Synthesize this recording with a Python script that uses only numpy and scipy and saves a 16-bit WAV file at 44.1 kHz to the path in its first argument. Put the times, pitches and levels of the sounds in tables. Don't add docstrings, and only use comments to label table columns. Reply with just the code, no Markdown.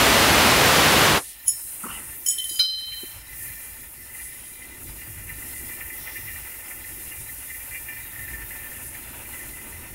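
import sys
import numpy as np
from scipy import signal
from scipy.fft import rfft, irfft, next_fast_len
from scipy.io import wavfile

SR = 44100
rng = np.random.default_rng(int(sys.argv[2]) if len(sys.argv) > 2 else 0)


def pcm_store(signal):
    levels = np.round(np.clip(np.atleast_2d(signal), -1, 1) * 32767)
    wavfile.write(sys.argv[1], SR, levels.astype(np.int16).T)


N = 438354
TIME = np.arange(N) / SR

# (time [s], level [dB], pitch that the spot favours [Hz])
TOOL_CONTACTS = [(1.461, -42.5, 11000), (1.474, -35, 6000), (1.4789, -21.5, 9760), (1.494, -39, 5300),
                 (2.262, -20, 4800), (2.284, -23, 7530), (2.296, -36, 10200), (2.308, -28, 9150),
                 (2.342, -45, 10300), (2.383, -34.5, 10700), (2.441, -37, 10400), (2.492, -35, 10900),
                 (2.556, -44, 6840), (2.591, -37, 11000)]
# (frequency [Hz], level [dB], time to fall by 60 dB [s])
TOOL_MODES = [(5346, -17, .36), (6085, -17, .1), (6800, -7, .16), (6852, -3.5, .15), (7962, -12, .24),
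              (9076, -13, .22), (10260, -1.5, .1), (10330, -7, .08), (10450, -12, .09), (10950, -12, .13),
              (12040, -16, .11), (12450, -16, .11), (13080, -12, .11), (14330, -9, .1)]
BLOW_S = 2.592


def from_db(db):
    return 10 ** (np.asarray(db) / 20)


def rms_one(x):
    return x / np.sqrt(np.mean(x ** 2) + 1e-20)


def in_time(rows):
    s, *columns = np.transpose(rows)
    return [np.interp(TIME, s, column) for column in columns]


def since(s):
    return np.maximum(TIME - s, 0)


def gain_at(points, hz):
    f, db = np.transpose(points)
    return from_db(np.interp(np.log(hz), np.log(f), db))


def drift(rate):
    r = np.exp(-80 * np.pi * rate / SR)
    noise = rng.standard_normal(N // 40 + 2002)
    slow = signal.lfilter([1], [1, -2 * r, r * r], noise)[2000:]
    return np.interp(np.arange(N) / 40, np.arange(len(slow)), rms_one(slow))


def turbulence(spectrum, width=None):
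    # (frequency [Hz], side level against mid [dB])
    usual_width = [(200, -47), (700, -32), (1400, -29), (2400, -13.5), (4400, -17), (8000, -27.5),
                   (15000, -110)]
    size = next_fast_len(N)
    hz = np.maximum(np.arange(size // 2 + 1) * SR / size, 1)
    mid, side = rfft(rng.standard_normal((2, size))) * gain_at(spectrum, hz)
    side = side * gain_at(usual_width if width is None else width, hz)
    return rms_one(irfft(np.array([mid + side, mid - side]), size)[:, :N])


def grains(per_s, spread_db):
    size_db = spread_db * np.minimum(rng.exponential(1, N), 4)
    sizes = from_db(size_db) * rng.choice([-1, 1], N)
    return rms_one(sizes * (rng.random(N) < per_s / SR))


def resonate(x, hz, width_hz):
    r = np.exp(-np.pi * width_hz / SR)
    feedback = [1, -2 * r * np.cos(2 * np.pi * hz / SR), r * r]
    return signal.lfilter(np.array([1, 0, -1]) * (1 - r * r) / 2, feedback, x + 1e-18)


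def cut(x, hz, kind, order=2):
    sections = signal.butter(order, min(hz, SR / 2 - 1), kind, fs=SR, output="sos")
    return signal.sosfilt(sections, x)


def smooth(x, seconds):
    r = np.exp(-1 / (seconds * SR))
    return signal.lfilter([1 - r], [1, -r], x + 1e-18)


def add(out, s, sound):
    at = round(s * SR)
    out[..., at:at + sound.shape[-1]] += sound[..., :N - at]


def blower(split_hz=2000):
    # (frequency [Hz], relative level per Hz [dB])
    roar_colour = [(20, -34), (30, -25), (58, -4), (85, -3.5), (300, -3.5), (650, -3.5), (1000, -4),
                   (1550, -5), (2700, -6.5), (4500, -12), (7400, -17.5), (10000, -19), (14000, -21),
                   (16000, -25)]
    # (frequency [Hz], side level against mid [dB])
    jet_width = [(3000, -60), (3900, -15), (8000, -14)]
    blower_db, turn_s, sag_db_per_s, dull_db_per_s = -15.5, 1.05, 14, 14
    shut_s, shut_db_per_s = 1.176, 600
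    bleed_db, bleed_end_s, bleed_db_per_s, bleed_low_hz = -43.5, 1.324, 165.5, 3000

    jet = turbulence(roar_colour, jet_width)
    treble = from_db(-dull_db_per_s * since(turn_s))
    roar = treble * jet + (1 - treble) * cut(jet, split_hz, "low")
    roar_db = blower_db - sag_db_per_s * since(turn_s) - shut_db_per_s * since(shut_s)
    bleed = cut(jet, bleed_low_hz, "high", order=4) * (TIME > shut_s)
    bleed_gain = from_db(bleed_db - bleed_db_per_s * since(bleed_end_s))
    return from_db(roar_db) * roar + bleed_gain * bleed


def strike(modes, level_db, emphasis_db, lead=0.0028, vary_db=2.2, contact_s=0.0017):
    t, out = TIME[:SR], 0
    phase = np.array([[lead], [-lead]])
    for (hz, db, t60), extra_db in zip(modes, emphasis_db):
        height_db = level_db + db + extra_db + vary_db * rng.standard_normal()
        out = out + from_db(height_db - 60 * t / t60) * np.sin(2 * np.pi * hz * t + phase)
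    return out * (1 - np.exp(-(t / contact_s) ** 2))


def tool(crack_db=-5, crack_t60=0.022, crack_hz=5000, tick_db=-17, tick_t60=0.022):
    most_favour_db, favour_octaves = 15, 0.21
    out, t, tool_hz = np.zeros((2, N)), TIME[:SR], np.array(TOOL_MODES)[:, 0]
    for s, tool_db, favoured_hz in TOOL_CONTACTS:
        octaves_off = np.log2(tool_hz / favoured_hz)
        favour_db = most_favour_db * np.exp(-(octaves_off / favour_octaves) ** 2)
        ring = strike(TOOL_MODES, tool_db, favour_db)
        grit = from_db(tool_db + crack_db - 60 * t / crack_t60) * rng.standard_normal(SR)
        crack = cut(grit, crack_hz, "high", order=6)
        tick = from_db(tool_db + tick_db - 60 * t / tick_t60) * rng.standard_normal(SR)
        add(out, s, ring + crack + tick)
    return out


def scrape():
    scrape_db, ring_db, rise_s, fall_s, low_hz = -12, 25.5, 0.0034, 0.015, 5300
    drag = np.zeros(N)
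    for s, tool_db, *_ in TOOL_CONTACTS:
        fade = np.maximum((s - TIME) / rise_s, (TIME - s) / fall_s)
        drag += from_db(tool_db) * np.exp(-np.minimum(fade, 20))
    slips = drag * cut(grains(per_s=3800, spread_db=0.0), low_hz, "high", order=6)
    ringing = 0
    for hz, db, t60 in TOOL_MODES:
        width_hz = np.log(1000) / (np.pi * t60)
        ringing = ringing + from_db(db) * resonate(slips, hz, width_hz)
    return from_db(scrape_db) * slips + from_db(ring_db) * ringing


def squeaks(rough_db=3):
    # (time [s], level [dB])
    skids = [(2.307, -35), (2.3395, -43), (2.381, -33), (2.404, -42), (2.44, -31), (2.59, -31)]
    start_hz, hz_per_s, swell_s = 3140, 140000, 0.0012
    out, t = np.zeros(N), TIME[:SR // 60]
    age = t / swell_s
    swell = age * np.exp(1 - age)
    chirp = swell * np.sin(2 * np.pi * (start_hz * t + .5 * hz_per_s * t ** 2))
    for s, db in skids:
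        add(out, s, from_db(db) * chirp)
    return out * from_db(rough_db * drift(200))


def held_plate(contact_s=0.0013, chatter_db=2.7):
    # (time [s], low mode level [dB], middle pair level [dB], high mode level [dB])
    nudges = [(1.465, -44, -70, -70), (1.5, -57, -73, -75), (2.262, -35, -64, -49),
              (2.309, -34.5, -59, -65), (2.343, -44, -65, -70), (2.383, -24.5, -39, -62),
              (2.406, -33.5, -52, -65), (2.441, -30, -48, -60), (2.466, -40, -50, -63),
              (2.493, -34, -39, -40), (2.557, -31, -48, -36)]
    # (frequency [Hz], time to fall by 60 dB [s], column of nudges [index])
    held_modes = [(3079, .8, 1), (3908, .2, 2), (4091, .22, 2), (4938, 1.5, 3)]
    out = 0
    for hz, t60, column in held_modes:
        swing = np.zeros(N)
        for row in nudges:
            fresh = from_db(row[column] - 60 * since(row[0]) / t60)
            swing = np.where(TIME < row[0], swing, fresh)
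        swing = smooth(swing * (TIME < BLOW_S), contact_s)
        out = out + swing * from_db(chatter_db * drift(60)) * np.sin(2 * np.pi * hz * TIME)
    return out


def knock(knock_db=-27, knock_t60=0.026, low_hz=1300, high_hz=4200, crack_db=-31, crack_t60=.023):
    out, t = np.zeros(N), TIME[:SR // 4]
    clatter, crack = rng.standard_normal((2, len(t)))
    clatter = rms_one(cut(clatter, high_hz, "low", order=4)) * from_db(knock_db - 60 * t / knock_t60)
    crack = crack * from_db(crack_db - 60 * t / crack_t60)
    add(out, BLOW_S, cut(clatter + crack, low_hz, "high", order=6))
    return out


def free_plate(long_share=0.51, settle_t60=0.34, contact_s=0.0028, low_build_s=0.0057,
               waver_db=1.3, sway_hz=0.45, stilled_s=2.99, stilled_t60=1.0):
    # (frequency [Hz], level [dB], time to fall by 60 dB [s])
    plate_modes = [(1427, -28, .45), (1500, -32, .3), (2331, -22, .19), (2990, -27, .15), (3760, -20, .09),
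                   (3908.5, -8.5, 1.15), (4090.5, -1, 1.2), (4270, -21, .09), (4939, -7.5, .7),
                   (5351, -18, .75), (6008, -29, 1.0), (6088, -25, 1.05), (6864, -28, .3), (8603, -29, .4),
                   (9884, -24, .3), (11220, -29, .4), (14320, -27, .15)]
    blow_db = -10
    low_hz, split_hz, low_db, twin_db, low_t60, clear_s = 3079, 21.7, -6, 0.5, 1.4, 0.013
    t = since(BLOW_S)
    settle = long_share + (1 - long_share) * from_db(-60 * t / settle_t60)

    def partial(hz, db, t60, ahead=0):
        sway = np.cumsum(sway_hz * drift(9.1) * (t > 0)) / SR
        cycles = hz * t + ahead + sway
        return from_db(db - 60 * t / t60 + waver_db * drift(12)) * np.sin(2 * np.pi * cycles)

    upper = sum(partial(hz, db, t60) for hz, db, t60 in plate_modes) * settle
    low = partial(low_hz, low_db, low_t60)
    twin = partial(low_hz, low_db + twin_db, low_t60, split_hz * since(BLOW_S + clear_s))
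    upper = upper * (1 - np.exp(-(t / contact_s) ** 2))
    pair = (low + twin) * long_share * (1 - np.exp(-t / low_build_s))
    return (upper + pair) * from_db(blow_db - 60 * since(stilled_s) / stilled_t60)


def uneven(x, patchy_db=4.0, per_s=6, count=22):
    size = next_fast_len(N)
    spectrum, hz = rfft(x, size), np.arange(size // 2 + 1) * SR / size
    centres = np.geomspace(3000, 8000, count)
    out = 0
    for share in np.eye(count):
        band = irfft(spectrum * np.interp(hz, centres, share), size)[:, :N]
        out = out + band * from_db(patchy_db * drift(per_s))
    return rms_one(out)


def leaks(spit_db=-12, spit_hz=6500, easing_s=0.073, flutter_db=1.16, seep_db=-56, seep_flutter_db=1.6):
    # (time [s], hiss level [dB], level of the finest, highest jet [dB])
    leak_levels = [(1.28, -38.5, -50), (1.41, -57, -45), (1.54, -38.5, -39.5), (2.05, -42.5, -42.5),
                   (2.2, -46, -37.5), (2.3, -39, -42), (2.55, -35.5, -38), (2.75, -42, -47),
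                   (3.07, -41, -39), (3.23, -49.5, -49), (3.43, -38, -37), (3.6, -41.5, -42.5),
                   (3.85, -46, -45), (4.08, -45.5, -46), (4.2, -40, -41), (4.35, -43.5, -45),
                   (4.68, -46.5, -48), (4.85, -43, -43), (5.25, -43, -42), (5.5, -38.5, -39.5),
                   (5.75, -41, -40), (6.2, -42.5, -38.5), (6.6, -42, -40.5), (7.2, -40.5, -40.5),
                   (7.7, -40.5, -39), (8.2, -44, -40.5), (8.35, -41.5, -41), (8.6, -43.5, -39),
                   (8.8, -41, -42.5), (9.2, -43, -43), (9.37, -39.5, -41), (9.94, -45.5, -47.5)]
    # (start [s], end [s], frequency [Hz], width [Hz], gain on the jets [dB])
    whistle_rows = [(1.3, 2.198, 8900, 1500, 2), (3.4, 4.1, 14450, 200, -7), (3.3, 4.7, 9900, 2500, -23),
                    (4.15, 4.65, 9800, 180, 4), (5.2, 6.2, 9950, 100, -10), (5.3, 8.7, 14500, 200, -7)]
    # (frequency [Hz], relative level per Hz [dB])
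    hiss_colour = [(3000, -35), (4600, -20.5), (6200, -13), (7000, -9), (8000, -7), (9500, 0), (10800, 0.5),
                   (12000, -3), (14000, -20), (16000, -35)]
    fine_colour = [(8000, -28), (10500, -7.5), (12000, -1), (13500, 0.5), (15500, -.5), (16500, 0),
                   (18000, -40)]
    seep_colour = [(2000, -23), (3000, -0.5), (3700, 1), (4100, 2), (4550, -5.5), (5000, -1), (5550, 0.5),
                   (6100, -6.5), (6900, 0), (9000, -28), (14000, -40)]

    hiss_db, fine_db = in_time(leak_levels)
    droplets = grains(per_s=500, spread_db=4)
    crackle = from_db(spit_db) * cut(droplets, spit_hz, "high", order=4)
    hiss = from_db(hiss_db + flutter_db * drift(11)) * (turbulence(hiss_colour) + crackle)
    fine = from_db(fine_db + flutter_db * drift(20)) * turbulence(fine_colour)
    jets = hiss + fine
    whistles = 0
    for start, end, hz, width, db in whistle_rows:
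        swell = .5 * (np.tanh((TIME - start) / easing_s) - np.tanh((TIME - end) / easing_s))
        whistles = whistles + swell * from_db(db) * resonate(jets, hz, width)
    seep = from_db(seep_db + seep_flutter_db * drift(20)) * uneven(turbulence(seep_colour))
    return jets + whistles + seep


def puff():
    # (frequency [Hz], relative level per Hz [dB])
    puff_colour = [(2500, -18), (3400, -1), (4500, -8), (5600, 3), (7500, -20), (10000, -25)]
    start_s, level_db, rise_s, fall_db_per_s = 5.95, -47.5, 0.062, 23
    rise = np.minimum(since(start_s) / rise_s, 1)
    return rise * from_db(level_db - fall_db_per_s * since(start_s)) * turbulence(puff_colour)


def spurts(spurt_db=-5, spurt_t60=0.12):
    # (time [s], level before spurt_db is added [dB])
    spurt_rows = [(2.9127, -29), (3.3243, -38), (3.4833, -37), (4.195, -31), (4.616, -33.5), (5.01, -36),
                  (5.2866, -29), (5.703, -35), (5.8052, -32), (5.8966, -30.5), (6.061, -32), (6.1546, -28),
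                  (6.2762, -30.5), (6.4487, -33), (6.707, -29.5), (6.8384, -28), (6.9696, -33),
                  (7.1142, -30.5), (7.2873, -37), (7.4944, -27.5), (7.5398, -29), (7.5966, -33),
                  (7.744, -26), (7.879, -24), (7.9818, -31), (8.1858, -29.5), (8.2776, -30),
                  (8.3167, -27.5), (8.389, -35), (8.506, -31), (8.636, -36), (8.942, -28.5), (9.326, -34)]
    flow = np.zeros(N)
    for s, db in spurt_rows:
        add(flow, s, from_db(db + spurt_db - 60 * TIME[:SR // 2] / spurt_t60))
    return flow


def sputter(unrest_db=2.2, low_hz=1700, high_hz=3000, wander_db=2.1):
    # (time [s], level [dB])
    simmer_levels = [(1.65, -56.5), (2.0, -48.5), (2.4, -56.5), (3.0, -52), (3.55, -44.5), (3.9, -56.5),
                     (4.2, -47.5), (4.8, -53), (5.3, -47), (7.2, -47.5), (8.1, -47), (8.8, -49),
                     (9.94, -52.5)]
    # (frequency [Hz], width [Hz], level [dB])
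    pipe_modes = [(1793, 22, 0), (1870, 30, -4), (1958, 22, -8), (2022, 26, 2), (2090, 260, -13),
                  (2290, 60, -18), (2368, 28, -5.5), (2803, 36, -12)]
    sing_s, sing_width_s, sing_db = 8.54, 0.36, 7.5

    level_db, = in_time(simmer_levels)
    simmer = from_db(level_db + unrest_db * drift(17.5))
    flow = np.hypot(simmer, spurts())
    bursts = grains(per_s=600, spread_db=2.0)
    drive = cut(np.array([bursts, bursts * flow]), low_hz, "high", order=6)
    drive = cut(drive, high_hz, "low", order=6)
    modes = []
    for k, (hz, width, db) in enumerate(pipe_modes):
        gain = (-1) ** k * from_db(db + wander_db * drift(1.76))
        modes.append(gain * resonate(drive, hz, width))
    steady, driven = sum(modes)
    singing = from_db(sing_db) * np.exp(-((TIME - sing_s) / sing_width_s) ** 2) * modes[0][1]
    return (driven + singing) / np.std(steady)


def scuff(rough_db=2):
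    # (frequency [Hz], relative level per Hz [dB])
    scuff_colour = [(100, -14), (210, 17), (380, -4), (600, -9), (1000, 8), (1380, 15), (1750, -9),
                    (2800, -14), (4000, -35)]
    start_s, rub_db, attack_s, hold_s, fall_db_per_s = 1.83, -38.5, 0.0057, 0.026, 113
    rasp_s, rasp_swell_s, rasp_db, rasp_hz, rasp_width_hz = 1.94, 0.048, -42.5, 2830, 290
    attack = np.minimum(since(start_s) / attack_s, 1)
    level_db = rub_db - fall_db_per_s * since(start_s + attack_s + hold_s)
    rub = attack * from_db(level_db) * turbulence(scuff_colour)
    rasp = resonate(rng.standard_normal(N), rasp_hz, rasp_width_hz)
    rasp = rms_one(resonate(rasp, rasp_hz, rasp_width_hz))
    swell = from_db(rasp_db) * np.exp(-((TIME - rasp_s) / rasp_swell_s) ** 2)
    return from_db(rough_db * drift(60)) * (rub + swell * rasp)


def bumps(body_hz=280, width_hz=170, swell_s=0.0051):
    # (time [s], level at the top of the swell [dB])
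    bump_rows = [(1.854, -35.5), (2.51, -47.5), (2.814, -44.5), (3.032, -41)]
    push, age = np.zeros(N), TIME[:SR // 4] / swell_s
    for s, db in bump_rows:
        add(push, s, from_db(db) * age * np.exp(1 - age))
    body = resonate(rng.standard_normal(N), body_hz, width_hz)
    return push * rms_one(resonate(body, body_hz, width_hz))


def fire(flame_db=1, rumble_db=-1.0, flue_db=2.0, flicker_db=1.5, lump_db=3.5, waver_db=2.05):
    # (time [s], flame level [dB], rumble level [dB])
    draught = [(1.55, -64.5, -54), (2.0, -52.5, -49.5), (2.45, -61.5, -59), (3.0, -62, -46),
               (3.9, -57, -53), (4.45, -60, -51), (4.8, -50.5, -45), (5.15, -55, -41), (5.45, -49, -47.5),
               (6.3, -55, -47.5), (6.55, -58, -49), (7.0, -51.5, -48), (7.5, -58, -50.5), (8.3, -53, -46.5),
               (9.94, -50.5, -43.5)]
    # (time [s], level [dB])
    flue_levels = [(1.3, -61.5), (1.7, -58.5), (1.95, -49), (2.4, -61.5), (3.1, -55.5), (4.7, -56.5),
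                   (6.25, -51), (7.2, -54), (8.5, -50.5), (9.94, -50.5)]
    # (frequency [Hz], relative level per Hz [dB])
    flame_colour = [(60, 4), (150, -8.5), (240, 2.5), (360, 2), (480, -9), (700, -13), (1500, -29),
                    (6000, -32)]
    rumble_colour = [(20, -38), (35, -17), (50, 8), (70, -1), (110, -0.5), (180, -14.5), (400, -40),
                     (2000, -60)]
    murmur_colour = [(300, -20), (520, 1), (720, -2.5), (930, 5), (1060, -4.5), (1300, 1.5), (1500, 2.5),
                     (1640, -1), (2200, 0.5), (2700, 4), (3150, -7), (3700, -14.5), (4500, -39)]

    flame, rumble = in_time(draught)
    flue, = in_time(flue_levels)
    flames = from_db(flame + flame_db + flicker_db * drift(11.5)) * turbulence(flame_colour)
    murmur = from_db(flue + flue_db + waver_db * drift(16.4)) * turbulence(murmur_colour)
    air = from_db(rumble + rumble_db + lump_db * drift(6.9)) * turbulence(rumble_colour)
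    return flames + murmur + air


def scene():
    metal = tool() + scrape() + squeaks() + held_plate() + knock() + free_plate()
    steam_and_water = leaks() + puff() + sputter()
    return blower() + metal + steam_and_water + scuff() + bumps() + fire()


def gain_control(x):
    above_db, sense_hz, sense_width_hz = -27.5, 4275, 684
    window_s, attack_s, release_db_per_s = 0.017, 0.045, 25
    sensed = resonate(x.mean(axis=0), sense_hz, sense_width_hz)
    sensed_db = 10 * np.log10(smooth(sensed ** 2, window_s))
    over_db = np.maximum(sensed_db - above_db, 0)
    recovery_db = release_db_per_s * TIME
    held_db = np.maximum.accumulate(over_db + recovery_db) - recovery_db
    return x * from_db(-smooth(held_db, attack_s))


def record(dry):
    cutoff_hz, top = 15700, .6
    ducked = gain_control(dry)
    rounded = ducked / (1 + (ducked / top) ** 6) ** (1 / 6)
    steep = signal.ellip(12, .1, 90, cutoff_hz, fs=SR, output="sos")
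    return signal.sosfilt(steep, rounded)


dry = scene()
out = record(dry)
pcm_store(out)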